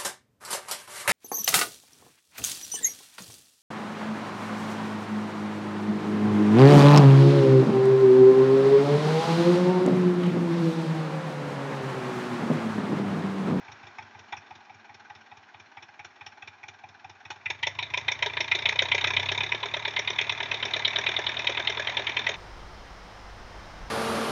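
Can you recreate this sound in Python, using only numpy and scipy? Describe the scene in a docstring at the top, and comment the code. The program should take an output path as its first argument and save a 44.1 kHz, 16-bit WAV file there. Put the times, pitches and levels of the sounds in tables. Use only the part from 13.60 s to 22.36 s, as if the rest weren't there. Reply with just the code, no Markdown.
"""A four-cylinder diesel tractor idles across a field, heard with little bass and no high treble.
Each firing knocks the engine block and puffs down the exhaust pipe, over a whirr and a faint hum;
the first two cylinders to fire hit hardest. By 2 s the engine has slowed and the hum is fading.
At 3.7 s it takes load and grows much louder, then revs up to about 1200 turns a minute and pulls away."""
import sys
import numpy as np
from scipy import signal
from scipy.fft import rfft, irfft, next_fast_len
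from scipy.io import wavfile
from scipy.ndimage import uniform_filter1d

SR = 44100
rng = np.random.default_rng(int(sys.argv[2]) if len(sys.argv) > 2 else 0)


def waveform_to_disk(signal):
    """Save audio, clipped to [-1, 1], as 16-bit WAV at the path in sys.argv[1]."""
    frames = np.transpose(np.atleast_2d(signal))
    scaled = np.clip(frames, -1, 1) * 32767
    samples = np.round(scaled).astype(np.int16)
    wavfile.write(sys.argv[1], SR, samples)


N = 386316
CYLINDERS, FIRING_SAMPLES = 4, 4096


def amp(db):
    """Turns decibels into a gain."""
    return 10 ** (np.asarray(db) / 20)


def unit(x):
    """Scales each row to an average power of 1."""
    return x / np.sqrt(np.mean(np.abs(x) ** 2, axis=-1, keepdims=True) + 1e-30)


def along(points, hz):
    """Reads a table of frequencies and levels on a log axis."""
    f, db = np.transpose(points)
    return np.interp(np.log(hz + 1), np.log(f + 1), db)


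def curves(rows, at):
    """Reads each column after the time at the given seconds."""
    times, *columns = np.transpose(rows)
    return [np.interp(at, times, column) for column in columns]


def coloured(x, points):
    """Shapes the tone with a filter that rings only after each sound, never before."""
    m = next_fast_len(N + SR) // 2 * 2
    cepstrum = irfft(np.log(amp(along(points, np.fft.rfftfreq(m, 1 / SR))) + 1e-6), m)
    cepstrum[1:m // 2] *= 2
    cepstrum[m // 2 + 1:] = 0
    return irfft(rfft(x, m) * np.exp(rfft(cepstrum)), m)[:N]


def resonance(hz, centre, width):
    """One ringing tone: a band filter applied three times for steep sides."""
    return (1j * hz * width / (centre ** 2 - hz ** 2 + 1j * hz * width)) ** 3


# how hard the engine works: t/s, share of full load/0-1
LOAD = [(3.7, 0), (4.15, 1)]

def load_at(times):
    """Gives 0 at idle and 1 at full load."""
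    return curves(LOAD, times)[0]


# crank speed: t/s, speed/turns per minute
CRANK_SPEED = [(-0.07, 813.7), (0.3, 788.6), (0.6, 685.0), (1.9, 518.1), (3.15, 587.2), (3.45, 575.3),
               (3.8, 577.3), (3.9, 688.9), (4.4, 842.9), (4.9, 822.4), (5.3, 960.4), (5.55, 962.9),
               (6.05, 1107.6), (6.3, 1057.4), (6.8, 1121.4), (6.9, 1041.0), (7.05, 1103.2), (7.2, 1051.3),
               (7.55, 1203.4), (7.8, 1163.5), (8.2, 1216.3), (8.77, 1211.9)]
# how late each cylinder gets its fuel: delay/firing intervals
FUEL_DELAY = [0.00385, -.01, .02, .02]

def firings():
    """Each cylinder fires once in two turns of the crank; gives the times and cylinders (0-3)."""
    at = np.arange(CRANK_SPEED[0][0], CRANK_SPEED[-1][0], 1 / SR)
    cycles = np.cumsum(curves(CRANK_SPEED, at)[0]) / (60 * 2 * SR)
    count = np.arange(int(cycles[-1] * CYLINDERS))
    cylinder = count % CYLINDERS
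    due = (count + np.array(FUEL_DELAY)[cylinder]) / CYLINDERS
    return np.interp(due, cycles, at), cylinder


def burn(cylinder, load, lead):
    """Burning fuel makes a rough burst of pressure, starting after `lead` samples."""
    t = np.maximum(np.arange(FIRING_SAMPLES) - lead, 0) / SR
    rise_s = np.where(cylinder < 2, .004, .008 - .0045 * load)[:, None]  # weak idle firings burn slowly
    fade_s = (.055 - .029 * load)[:, None]
    shape = (1 - np.exp(-(t / rise_s) ** 2)) * (amp(-60 * t / fade_s) + .081 * amp(-60 * t / .13))
    return shape * rng.standard_normal(shape.shape)


# ringing tones of block and bonnet: idle f/Hz, loaded f/Hz, width/Hz
BLOCK_TONES = [(373, 402, 131), (638, 630, 226), (829, 937, 187), (1260, 1310, 250), (1566, 1727, 460),
               (1880, 2060, 270), (2418, 2356, 440), (2864, 3165, 560), (3550, 3587, 536),
               (4190, 4050, 320), (4820, 4700, 780), (5510, 5580, 800), (6580, 6370, 750)]
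# how hard each tone is struck: cylinder 1 level/dB, 2 level/dB, 3 and 4 level/dB, load change/dB
STRIKES = [(-21, -13, -10, -1), (-26, -19.5, -17, 8), (6.5, -6, 4.5, -6.5), (-8, -13, -5.5, -10.5),
           (-5.5, -5, 7, -4.5), (-3.5, -10, 0, 5), (3, -1.5, 2, 0), (1, -9, -4, 1), (3, -6.5, -6, 6),
           (-27, -19, -9, -6.5), (-34.5, -20.5, -19.5, -4.5), (-14.5, -8, -7, -4.5),
           (-27.5, -18, -17, -0.5)]
# cylinders 3 and 4 favour two tones under load; for each tone: boost/dB
PING = [-1, 1.5, -0.5, -1, -5, -4, 3.5, -2.5, 4, 0.5, -1, -0.5, 1]
# the knock: t/s, cylinder 1 level/dB, 2 level/dB, 3 and 4 level/dB,
# boost of 1's bright rap/dB, boost of 1 and 2's low thud under load/dB
KNOCK_LEVELS = [(0, -45.5, -47.5, -60, -9, 0), (.5, -54, -51.5, -61, -17, 0),
                (1.7, -50.5, -56, -57, -6.5, 0), (2.1, -47.5, -46.5, -58.5, -7.5, 0),
                (2.7, -43, -44.5, -56.5, -12.5, 0), (3.05, -40.5, -39.5, -59, -12, 0),
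                (3.25, -52, -52, -58, -17, 0), (3.66, -43, -45, -57.5, -9, 3),
                (3.84, -28.5, -27.5, -53, -11, -7), (4.5, -22.5, -26, -41, -4.5, -1),
                (5, -17.5, -23, -30.5, -5, -1), (5.4, -21, -25.5, -28, -2, 2), (5.8, -23, -26, -30.5, 4, 4),
                (6, -28, -32, -39.5, -2.5, 8), (6.6, -23.5, -27, -37.5, 2, 1),
                (7, -24, -33, -37.5, -2.5, 6), (7.3, -20, -25.5, -31.5, 5.5, 5.5),
                (7.65, -23, -29.5, -34, 8.5, 7), (8.4, -24.5, -31, -36.5, 0, 7),
                (8.76, -23.5, -26, -38, -10.5, 3)]
# firings harder or weaker than usual: t/s, change in level/dB
STANDOUTS = [(.383, 11), (.723, 16.5), (.768, 7), (2.823, -0.5), (3.702, 3), (4.3, 2.5), (4.625, 0),
             (4.733, 1), (4.768, -6.5), (5.44, 0), (5.687, -2), (1.497, 3), (5.565, 2.5), (5.918, 3.5),
             (6.029, -1), (6.138, 1.5), (6.585, 2.5), (6.721, -3), (6.801, -4), (7.248, 1.5), (7.766, -5.5),
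             (7.87, 3.5), (7.97, -2), (8.071, 2.5), (8.172, -6), (8.565, 1.5)]

def knock(times, cylinder):
    """Each burst of pressure rings the engine block, mixing its tones a little differently."""
    load = load_at(times)
    first_db, second_db, weak_db, rap_db, thud_db = curves(KNOCK_LEVELS, times)
    extra_db, rap_scatter_db = (rng.standard_normal((len(times), 2)) * [1.5, 3]).T
    for when, db in STANDOUTS:
        extra_db[np.argmin(abs(times - when))] = db
    level_db = np.choose(cylinder, [first_db, second_db, weak_db, weak_db]) + extra_db
    # cylinder 1's hollow ring keeps its own level and only partly follows a harder knock
    follows = np.interp(load, [0, 1], [.41, .1])
    hollow_db = np.interp(load, [0, 1], [-48, -35.5]) + follows * extra_db - level_db
    lead = FIRING_SAMPLES // 16  # room for the early thump
    hz = np.fft.rfftfreq(FIRING_SAMPLES, 1 / SR)
    burst = rfft(burn(cylinder, load, lead))
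    scatter_db, detune = (rng.standard_normal((len(times), len(STRIKES), 2)) * [2.5, .018]).T
    ringing = 0
    for k, (idle_hz, load_hz, width) in enumerate(BLOCK_TONES):
        first, second, weak, change = STRIKES[k]
        bright, hollow = 2800 < idle_hz < 4300, 700 < idle_hz < 1100
        first_boost = rap_db + rap_scatter_db if bright else hollow_db if hollow else change * load
        others_db = np.where(cylinder == 1, second, weak + PING[k] * load) + change * load
        db = np.where(cylinder == 0, first + first_boost, others_db) + scatter_db[k]
        if idle_hz < 1700 and not hollow:  # the low thud hardly follows a harder knock
            db += load * (thud_db - 1.2 * extra_db) * (cylinder < 2)
        early = np.exp(2j * np.pi * hz * .005 * (idle_hz < 700))  # the deepest tones thump 5 ms early
        centre = (idle_hz + (load_hz - idle_hz) * load) * (1 + detune[k])
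        ringing += amp(db)[:, None] * unit(burst * resonance(hz, centre[:, None], width) * early)
    # the bright part of the first 16 ms sets each knock's level
    attack = irfft(ringing * ((hz > 1700) & (hz < 4300)))[:, lead:lead + round(.016 * SR)]
    gain = amp(level_db) / np.sqrt(np.mean(attack ** 2, axis=1))
    return lay(irfft(ringing) * gain[:, None], times - .0015 - lead / SR)


def lay(sounds, times):
    """Adds up short sounds that start at the given seconds."""
    at = np.round(times * SR).astype(int)[:, None] + np.arange(sounds.shape[1]) + SR
    return np.bincount(at.ravel(), sounds.ravel(), N + 3 * SR)[SR:SR + N]


def field_echo(x, fade_s=.18):
    """Crops and ground scatter the sound into a short tail."""
    t = np.arange(SR // 4) / SR
    tail = rng.standard_normal(len(t)) * amp(-60 * t / fade_s) * (t > .005)
    return signal.fftconvolve(x, tail / np.linalg.norm(tail))[:N]


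# puff sizes, an idle row and a loaded row: relative level/dB for each cylinder
PUFFS = [(0, 0, -11, -20.5), (0, -2, -3.5, -2)]
# each cylinder's trip to the mouth of the pipe: t/s
PUFF_TRAVEL = [0.0042, 0.0051, .0036, 0.0047]
# tone of the pipe: f/Hz, relative level/dB
PIPE_TONE = [(30, -70), (48, -34.5), (72, -9), (97, 7), (120, -0.5), (152, -4.5), (175, -32.5), (215, -25),
             (400, -50), (2000, -109.5)]
# loudness of the exhaust: t/s, level/dB
EXHAUST_LEVELS = [(0, -59.5), (.8, -61), (1.1, -66), (2.2, -66.5), (3.7, -61.5), (4, -51.5), (5, -49.5),
                  (5.7, -41), (6.05, -51.5), (7, -49.5), (8.76, -50)]

def exhaust(times, cylinder, wake_db=-12):
    """Each firing sends a puff and a wake of swirling gas that ring the pipe."""
    idle_db, load_db = np.array(PUFFS)[:, cylinder]
    scatter_db = 1.2 * rng.standard_normal(len(times))
    size = amp(idle_db + (load_db - idle_db) * load_at(times) + scatter_db)
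    t = np.arange(FIRING_SAMPLES) / SR
    wake = rng.standard_normal((len(times), FIRING_SAMPLES)) * amp(-60 * t / .2)
    puffs = amp(wake_db) * unit(wake) / np.sqrt(FIRING_SAMPLES)
    puffs[:, 0] = 1  # the sharp puff itself
    arrivals = times + np.array(PUFF_TRAVEL)[cylinder]
    pipe = coloured(lay(size[:, None] * puffs, arrivals), PIPE_TONE)
    slow_power = uniform_filter1d(uniform_filter1d(pipe ** 2, SR // 4), SR // 4)
    level_db, = curves(EXHAUST_LEVELS, np.arange(N) / SR)
    return amp(level_db) * pipe / np.sqrt(np.abs(slow_power))


# loudness of the moving parts: t/s, level/dB
WHIRR_LEVELS = [(0, -53), (1.2, -59.5), (3.6, -60.5), (4.5, -49), (5.6, -43), (6.2, -46.5), (7.3, -42.5),
                (8.76, -43)]
# tone of wheels and frame: f/Hz, relative level/dB
RUMBLE_TONE = [(40, -41), (130, -24), (220, -9), (400, -10), (510, -16.5), (700, -5), (1000, -5),
               (4500, -23.5), (8000, -34)]

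def moving_parts():
    """Fan, gears and valves blur into a whirr in the block's tones, over the rumble of the frame."""
    t, hz = np.arange(N) / SR, np.fft.rfftfreq(N, 1 / SR)
    load = load_at(t)
    noise = rfft(rng.standard_normal(N))
    idle = loaded = 0
    for (idle_hz, load_hz, width), (_, _, db, change) in zip(BLOCK_TONES, STRIKES):
        idle += amp(db) * unit(resonance(hz, idle_hz, width))
        loaded += amp(db + change) * unit(resonance(hz, load_hz, width))
    whirr = (1 - load) * unit(irfft(noise * idle, N)) + load * unit(irfft(noise * loaded, N))
    rumble = amp(1.5 - 1.2 * load) * unit(coloured(rng.standard_normal(N), RUMBLE_TONE))
    return amp(curves(WHIRR_LEVELS, t)[0]) * (whirr + rumble)


# loudness of the hum: t/s, level/dB
HUM_LEVELS = [(0, -70), (1.7, -72), (2.3, -84), (8.76, -86)]

def hum(pitch_hz=222, width_hz=48):
    """A faint, wavering low tone that fades once the idle has slowed."""
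    tone = rfft(rng.standard_normal(N)) * resonance(np.fft.rfftfreq(N, 1 / SR), pitch_hz, width_hz)
    return amp(curves(HUM_LEVELS, np.arange(N) / SR)[0]) * unit(irfft(tone, N))


def scene():
    """Mixes the tractor into one channel; knock and exhaust share the same firings."""
    times, cylinder = firings()
    block = knock(times, cylinder)
    echo = amp(-15) * field_echo(block)
    return (block + echo + exhaust(times, cylinder) + moving_parts() + hum())[None]


# what the microphone lets through: f/Hz, level/dB
TREBLE_LOSS = [(6600, -1), (7200, -6.5), (8000, -19)]

def record(dry, top_hz=8000):
    """A small microphone dulls the treble and hears nothing above top_hz."""
    m = next_fast_len(N + SR)
    hz = np.fft.rfftfreq(m, 1 / SR)
    return irfft(rfft(dry, m) * amp(along(TREBLE_LOSS, hz)) * (hz < top_hz), m)[:, :N]


dry = scene()
out = record(dry)
waveform_to_disk(out)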